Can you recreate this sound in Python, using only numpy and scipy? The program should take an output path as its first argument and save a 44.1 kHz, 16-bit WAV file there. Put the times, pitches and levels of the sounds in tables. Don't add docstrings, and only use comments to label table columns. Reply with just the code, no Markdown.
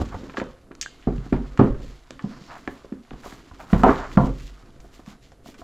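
import sys
import numpy as np
from scipy import signal
from scipy.fft import rfft, irfft
from scipy.io import wavfile

SR = 44100
rng = np.random.default_rng(int(sys.argv[2]) if len(sys.argv) > 2 else 0)


def pcm_store(signal):
    levels = np.round(np.clip(np.atleast_2d(signal), -1, 1) * 32767)
    wavfile.write(sys.argv[1], SR, levels.astype(np.int16).T)


def nominal_scale(level):
    x = np.asarray(level, float) / 20
    return 10 ** x


N = 248283

# [t/s, air thump and box level/dB, table-top level/dB, card-wall level/dB, pitch f/Hz]
KNOCKS = [(0.003, -20, -26, -40, 79.5), (0.012, -22.5, -37, -24, 198), (0.142, -28, -39, -26.5, 82),
          (0.341, -39, -64, -30.5, 390), (0.371, -35, -54, -36, 457), (0.38, -22.5, -56, -42, 352),
          (0.384, -25.5, -57, -56, 455), (0.399, -37, -55, -37, 310), (0.4152, -19, -57, -30.5, 540),
          (0.419, -33.5, -54, -47, 540), (0.427, -48, -44, -37.5, 404), (0.709, -35, -45.5, -36.5, 325),
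          (1.071, -9.5, -9.5, -28, 260), (1.179, -23.5, -37, -54, 133), (1.261, -29.5, -33, -34.5, 266),
          (1.324, -5.5, -9.5, -25, 256), (1.59, -6.5, -29, -14, 123), (1.594, -9, -32, -17.5, 350),
          (1.612, -4.5, -12, -24.5, 287), (1.801, -56, -33, -40, 41.4), (2.106, -31.5, -50, -43, 540),
          (2.239, -19, -56, -39, 176), (2.26, -33, -54, -66, 225), (2.412, -38, -62, -70, 163),
          (2.675, -22.5, -60, -29.5, 301), (2.845, -36, -62, -34.5, 430), (2.921, -21, -53, -54, 263),
          (2.964, -42, -55, -58, 303), (3.107, -39, -40, -37, 272), (3.114, -30.5, -40, -49, 276),
          (3.134, -39, -58.5, -37, 208), (3.259, -35.5, -40, -33.5, 420), (3.324, -34.5, -38, -39, 283),
          (3.511, -43.5, -39, -35.5, 78.6), (3.612, -47, -50, -48, 517), (3.728, -3.5, -10, -22.5, 169),
          (3.834, -4.5, -26, -8, 227), (3.864, -9, -14, -12, 460), (3.889, -10, -34, -14.5, 297),
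          (4.1706, -2.5, -6.5, -17.5, 168), (4.423, -38.5, -35, -69, 41), (4.633, -48, -48, -57, 104),
          (4.687, -44, -41, -47, 270), (4.797, -53, -64, -44, 74.6), (4.844, -42.5, -42, -37, 340),
          (4.992, -38.5, -50, -43, 293), (5.075, -30.5, -67, -60, 180), (5.317, -55, -51, -40, 78),
          (5.457, -38, -56, -35, 227), (5.485, -35, -49, -42, 290), (5.592, -40, -49.5, -48, 297),
          (5.615, -51, -42, -33.5, 75)]
# [f/Hz, relative level/dB, t60/s]
TABLE_MODES = [(37.46, -9.5, 1), (45.1, -2.5, 0.45), (75, -3, 0.15), (140, -7.5, 0.32)]
BOX_MODES = [(174.3, -6.5, 0.12), (199, 5, 0.063), (231.4, -0.5, 0.099), (277, 4.5, 0.41), (312, 5, 0.09),
             (350, 0, 0.14), (382, 18, 0.028), (448, -5.5, 0.097), (482, -1.5, 0.14), (540, -3.5, 0.12)]
WALL_MODES = [(562, -1, 0.051), (644, 2, 0.027), (678, -2, 0.065), (762, -2, 0.04), (813, 1, 0.023),
              (975, 3.5, 0.016), (1137, 8.5, 0.0098), (1212, 2.5, 0.013), (1419, -10.5, 0.025),
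              (1580, -8, 0.0065), (1960, -27.5, 0.0092), (2340, -20.5, 0.0062), (2900, -29, 0.0074)]


def rms_one(x):
    return x / np.sqrt(np.mean(x ** 2) + 1e-20)


def at_hz(points, hz):
    table_hz, values = np.transpose(points)
    return np.interp(np.log(hz), np.log(table_hz), values)


def in_time(rows):
    s, *columns = np.transpose(rows)
    return [np.interp(np.arange(N) / SR, s, c) for c in columns]


def band(x, low_hz, high_hz):
    return signal.sosfilt(signal.butter(2, [low_hz, high_hz], "band", fs=SR, output="sos"), x)


def ring(x, hz, t60):
    r = nominal_scale(-60 / (max(t60, .002) * SR))
    w = 2 * np.pi * hz / SR
    return signal.lfilter([0, np.sin(w)], [1, -2 * r * np.cos(w), r * r], x + 1e-18)


def drift(rate):
    steps = rng.standard_normal(int(N / SR * 400))
    return np.interp(np.arange(N) / SR * rate, np.arange(len(steps)), steps)


def coloured(x, spectrum):
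    hz = np.maximum(np.arange(N // 2 + 1) * SR / N, 1)
    return rms_one(irfft(rfft(x) * nominal_scale(at_hz(spectrum, hz)), N))


def room_tone():
    # [f/Hz, relative level/dB]
    tone_spectrum = [(15, -23), (25, -6.5), (49, 11), (167, -24.5), (271, -8), (543, -20), (673, -1.5),
                     (952, -26.5), (6900, -28.5), (12100, -30.5), (15000, -59)]
    return nominal_scale(-60.5) * coloured(rng.standard_normal(N), tone_spectrum)


def grains(per_s, spread_db):
    sizes = nominal_scale(spread_db * np.minimum(rng.exponential(size=N), 3.5)) * rng.standard_normal(N)
    return sizes * (rng.random(N) < per_s / SR)


def strokes():
    # [start t/s, length/s, fine hiss level/dB, top air level/dB, scrape in the card level/dB]
    stroke_rows = [(0.0, 0.058, -52.5, -63, -75), (0.11, 0.063, -81, -82, -41.5),
                   (0.362, 0.061, -44, -67.5, -39.5), (1.129, 0.15, -88, -89, -57),
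                   (1.77, 0.27, -57.5, -72, -78), (2.294, 0.12, -79, -87.5, -50.5),
                   (2.485, 0.13, -69, -80, -41), (2.549, 0.11, -94, -73, -70), (2.679, 0.12, -90, -69, -56),
                   (3.191, 0.25, -54.5, -61, -53), (3.586, 0.079, -61, -64, -45),
                   (3.645, 0.35, -56, -60.5, -43), (3.82, 0.17, -56, -74, -27),
                   (3.877, 0.14, -58, -71, -50), (3.928, 0.24, -55, -81, -38),
                   (4.081, 0.19, -54, -66.5, -56.5), (4.177, 0.15, -66, -74.5, -71),
                   (4.204, 0.19, -55.5, -71, -77), (4.342, 0.26, -59.5, -69, -80),
                   (4.799, 0.093, -81, -69.5, -88), (4.909, 0.14, -59, -69, -61.5),
                   (5.045, 0.13, -57, -67.5, -54.5), (5.208, 0.12, -59, -76, -72),
                   (5.436, 0.14, -53.5, -61.5, -73), (5.571, 0.084, -56, -67, -60)]
    rise_share, edge_drop_db = 0.27, 27.5
    t, gains = np.arange(N) / SR, np.zeros((3, N))
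    for s, length, *levels_db in stroke_rows:
        top = s + rise_share * length
        away = np.where(t < top, (top - t) / (top - s), (t - top) / (s + length - top))
        swell = nominal_scale(-edge_drop_db * np.minimum(away, 4) ** 2)
        gains += nominal_scale(np.array(levels_db))[:, None] * swell
    return gains


def shaking(column, offset_db, top_s):
    blows = np.zeros(N)
    for row in KNOCKS:
        blows[round(row[0] * SR)] = nominal_scale(row[column] + offset_db)
    r = np.exp(-1 / (top_s * SR))
    return signal.lfilter([np.e * (1 - r)], [1, -2 * r, r * r], blows + 1e-18)


def rubbed(slips, modes, t60_share):
    return rms_one(sum(nominal_scale(db) * ring(slips, hz, t60_share * t60) for hz, db, t60 in modes))


def rubbing():
    # [t/s, rustle level/dB, rumble in the box level/dB, sway of the table level/dB]
    handling = [(0, -56, -25, -54), (.06, -56, -44, -75), (.25, -59, -39.5, -62), (.5, -62, -64, -56),
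                (.7, -77.5, -54, -60.5), (.9, -63, -54, -52), (1.3, -59.5, -63, -63),
                (1.7, -62.5, -37.5, -30), (2.08, -66, -60.5, -57), (2.17, -63, -51, -50),
                (2.3, -58.5, -50, -55), (2.6, -57.5, -49, -58), (3.02, -68, -77, -63),
                (3.14, -63, -53, -43.5), (3.55, -62, -53.5, -78), (3.78, -57, -42, -49),
                (3.89, -58.5, -27, -34), (4.05, -59, -48.5, -45.5), (4.27, -70.5, -30.5, -37.5),
                (4.4, -59, -48.5, -45), (4.55, -61.5, -55, -64), (4.75, -67, -54.5, -50.5),
                (5.4, -73.5, -56.5, -53), (5.63, -77, -53.5, -62)]
    # [level against the blow/dB, time to top of swell/s]
    shake_rules = [(-44, 0.055), (-27, 0.022), (-29, 0.038)]
    # [f/Hz, relative level per Hz/dB]
    hiss_spectrum = [(1180, -13), (2000, 5), (2550, 2.5), (2790, 4), (4490, 1.5), (5670, -3.5), (7320, -4),
                     (8300, -19.5), (10800, -82.5), (18300, -120)]
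    # [t/s, level/dB]
    weave_curve = [(0, -78), (.5, -90), (.9, -94.5), (1.7, -84), (2.15, -79), (2.3, -61), (2.48, -60),
                   (2.62, -85), (3.0, -85), (3.8, -77), (5.63, -87)]

    rustle_db, box_db, sway_db = in_time(handling)
    rustle_gains = nominal_scale(rustle_db + [[0], [-18], [4]])
    hiss_gain, air_gain, card_gain = strokes() + rustle_gains
    wall_shake, box_shake, table_shake = [shaking(column, *rule)
                                          for column, rule in zip((3, 1, 2), shake_rules)]

    fine = grains(6000, 0.56) * nominal_scale(2.0 * drift(53))
    dense = grains(4000, 1.7)
    coarse = dense * nominal_scale(3 * drift(40))
    shudder = dense * nominal_scale(1.5 * drift(15))

    hiss = coloured(fine, hiss_spectrum)
    air = rms_one(band(fine, 4000, 14800))
    card = rubbed(coarse, WALL_MODES, 0.5) + 0.41 * rms_one(band(coarse, 280, 1600))
    card = rms_one(band(card, 587, 2130))
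    box = rubbed(shudder, BOX_MODES, 0.25)
    sway = rubbed(shudder, TABLE_MODES, 0.22)
    weave = rms_one(band(coarse, 4300, 5600))

    out = nominal_scale(in_time(weave_curve)[0]) * weave
    out = out + hiss_gain * hiss + air_gain * air
    out = out + (card_gain + wall_shake) * card
    out = out + (nominal_scale(box_db) + box_shake) * box
    return out + (nominal_scale(sway_db) + table_shake) * sway


def thumps(offset_db, fade_cycles):
    out, t = np.zeros(N + SR), np.arange(SR // 8) / SR
    for s, thump_db, _, _, hz in KNOCKS:
        rise = 1 - np.exp(-(t * hz / .8) ** 2)
        fade = np.exp(-t * hz / fade_cycles)
        at = round(s * SR)
        out[at:at + len(t)] -= nominal_scale(thump_db + offset_db) * np.sin(2 * np.pi * hz * t) * rise * fade
    return out[:N]


def struck(modes, column, offset_db, vary_db, contact_hz, rattle_db, focus_db, flex, longest_s, mode_factor=1):
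    grip_damps = .16
    full_rattle_s, rattle_grows = 0.041, 0.71
    out, t = np.zeros(N + 2 * SR), np.arange(SR // 4) / SR
    rattles = rng.standard_normal((len(KNOCKS), len(t)))
    luck = rng.standard_normal((len(KNOCKS), len(modes), 2))
    soft_contact = signal.butter(2, contact_hz, fs=SR)
    for k, row in enumerate(KNOCKS):
        blow_db = max(row[1:4])
        rattle_s = full_rattle_s * nominal_scale(rattle_grows * blow_db)
        push = nominal_scale(rattle_db) * rattles[k] * np.exp(-t / rattle_s) / np.sqrt(SR / 100)
        push[0] = 1
        push = signal.lfilter(*soft_contact, push)
        at = round(row[0] * SR)
        for m, (hz, mode_db, t60) in enumerate(modes):
            t60 = min(t60, longest_s) * nominal_scale(grip_damps * blow_db)
            force = np.concatenate([push, np.zeros(int(t60 * SR))])
            off_pitch_db = -focus_db * abs(np.log2(hz / row[4]))
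            level_db = row[column] + mode_db + offset_db + off_pitch_db + vary_db * luck[k, m, 0]
            bent_hz = hz * (1 + flex * luck[k, m, 1])
            out[at:at + len(force)] += mode_factor ** m * nominal_scale(level_db) * ring(force, bent_hz, t60)
    return out[:N]


def knocks():
    card = dict(flex=.04, longest_s=.2)
    table = struck(TABLE_MODES, column=2, offset_db=7.0, vary_db=0.5, contact_hz=114.5, rattle_db=-17.0,
                   focus_db=8.0, flex=0, longest_s=1)
    box = struck(BOX_MODES, column=1, offset_db=-23.0, vary_db=4.0, contact_hz=450, rattle_db=1.5,
                 focus_db=6.0, **card)
    walls = struck(WALL_MODES, column=3, offset_db=-1.0, vary_db=1.5, contact_hz=1295, rattle_db=0.5,
                   focus_db=0.0, mode_factor=-1.094, **card)
    settle = round(.002 * SR)
    bodies = np.concatenate([np.zeros(settle), (box + walls)[:-settle]])
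    return thumps(offset_db=15.5, fade_cycles=0.73) - table - bodies


def ticks():
    # [t/s, peak level/dB, pitch f/Hz, t60/s, relative fizz level/dB]
    tick_rows = [(0.297, -31.5, 1320, 0.062, -63), (0.3393, -34, 1600, 0.056, -60),
                 (0.3709, -17.5, 1300, 0.042, -58.5), (0.38, -31, 1700, 0.022, -56),
                 (0.4, -18.5, 1320, 0.042, -58), (0.4169, -27.5, 1590, 0.02, -66),
                 (0.44, -50, 1480, 0.012, -40), (0.7165, -33.5, 1410, 0.033, -60),
                 (0.7518, -39.5, 1430, 0.018, -36.5), (0.813, -17, 3230, 0.07, -12),
                 (0.8263, -21, 2760, 0.057, -19.5), (0.8613, -39, 3130, 0.012, -52),
                 (0.881, -47, 2100, 0.015, -54), (1.026, -40, 2270, 0.2, -70),
                 (1.071, -38, 1304, 0.17, -77), (1.162, -46.5, 4240, 0.0078, -52.5),
                 (1.181, -37, 2220, 0.017, -59), (1.327, -26, 1540, 0.16, -70),
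                 (1.365, -35, 1660, 0.025, -78), (1.5749, -24.5, 1500, 0.049, -34),
                 (1.592, -23, 1510, 0.18, -67), (2.1072, -26.5, 1780, 0.015, -28.5),
                 (2.1933, -28.5, 1290, 0.065, -56), (2.224, -39, 4200, 0.0084, -68),
                 (2.508, -35, 1290, 0.11, -70), (2.519, -34, 1260, 0.07, -70), (2.588, -41, 1300, .02, -65),
                 (2.6762, -16.5, 1390, 0.022, -61), (2.925, -37.5, 1000, 0.022, -65),
                 (3.05, -47, 1530, 0.031, -69), (3.1076, -32.5, 1700, 0.024, -64),
                 (3.1336, -39, 1200, 0.025, -68), (3.2346, -37, 1560, 0.029, -58),
                 (3.325, -34, 1390, 0.024, -53), (3.6096, -34, 1390, 0.028, -59),
                 (3.7322, -14.5, 1420, 0.022, -41), (3.744, -21, 1190, 0.06, -62),
                 (3.835, -6, 890, 0.037, -25), (3.878, -29, 2300, 0.012, -58),
                 (3.918, -35, 1350, 0.025, -42), (3.959, -28, 2800, 0.018, -55),
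                 (4.116, -30, 1500, 0.039, -63.5), (4.1739, -16, 1200, 0.017, -68),
                 (4.4787, -35.5, 2840, 0.027, -41), (4.803, -44.5, 1810, 0.052, -42),
                 (5.062, -40.5, 1600, 0.022, -43.5), (5.319, -42.5, 1520, 0.04, -45.5),
                 (5.5428, -41, 1480, 0.068, -44)]
    reach = 2 ** (1.2 / 2)
    out, t = np.zeros(N + SR), np.arange(SR // 4) / SR
    noise = rng.standard_normal((len(tick_rows), len(t)))
    for (s, peak_db, hz, t60, fizz_db), white in zip(tick_rows, noise):
        snap = white * nominal_scale(-60 * t / t60)
        snap[0] = 12.1
        rough = band(snap, hz / reach, hz * reach)
        fizz = band(snap, 4200, 7800) + nominal_scale(-5.0) * band(snap, 9000, 15000)
        at = round(s * SR)
        out[at:at + len(t)] += nominal_scale(peak_db) * rough / np.abs(rough).max() + nominal_scale(fizz_db - 5.0) * fizz
    return out[:N]


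def rings():
    # [t/s, f/Hz, level before the wavering/dB, t60/s]
    ring_rows = [(0.861, 1600, -23, .02), (0.872, 1600, -42, .06), (0.882, 2132, -64, 1.5)]
    out = 0
    for s, hz, level_db, t60 in ring_rows:
        click = np.zeros(N)
        click[round(s * SR)] = nominal_scale(level_db)
        out = out + ring(click, hz, t60)
    return out * nominal_scale(6 * drift(90))


def microphone(x, top_db):
    corner_hz = 7700
    x = signal.sosfilt(signal.butter(4, 30, "high", fs=SR, output="sos"), x)
    below = signal.sosfilt(signal.butter(8, corner_hz, fs=SR, output="sos"), x)
    above = signal.sosfilt(signal.butter(8, corner_hz, "high", fs=SR, output="sos"), x)
    return below + nominal_scale(top_db) * above


def room(x):
    # [f/Hz, t60/s]
    room_t60 = [(60, 0.46), (200, 0.36), (600, 0.35), (1500, 0.23), (4000, 0.39), (10000, 0.26)]
    t, edges = np.arange(SR // 2) / SR, 40 * 2.0 ** np.arange(9)
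    white, tail = rng.standard_normal((2, len(t))), 0
    for low, high in zip(edges, edges[1:]):
        tail = tail + band(white, low, high) * nominal_scale(-60 * t / at_hz(room_t60, np.sqrt(low * high)))
    tail = signal.lfilter(*signal.butter(1, 2800, fs=SR), tail)
    tail = tail * (1 - np.exp(-(t / 0.0013) ** 2))
    tail = tail / np.sqrt(np.sum(tail ** 2, axis=1, keepdims=True))
    return signal.fftconvolve(x[None], tail, axes=1)[:, :N]


def scene():
    steady = room_tone() + rubbing() + rings()
    blows = microphone(knocks() + ticks(), top_db=-25)
    wet, other = room(blows + 0.13 * steady)
    mid = blows + nominal_scale(-12) * wet + steady
    side_hiss = rms_one(band(rng.standard_normal(N), 5000, 12000))
    side = nominal_scale(-44.5) * (other + room(steady)[1]) + nominal_scale(-88) * side_hiss
    return np.array([mid + side, mid - side]) * nominal_scale([[-0.5], [0.5]])


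def low_pass(x):
    return signal.sosfilt(signal.butter(12, 15350, fs=SR, output="sos"), x)


def record(dry):
    rounded = dry / (1 + np.abs(dry) ** 14) ** (1 / 14)
    return low_pass(rounded)


dry = scene()
out = record(dry)
pcm_store(out)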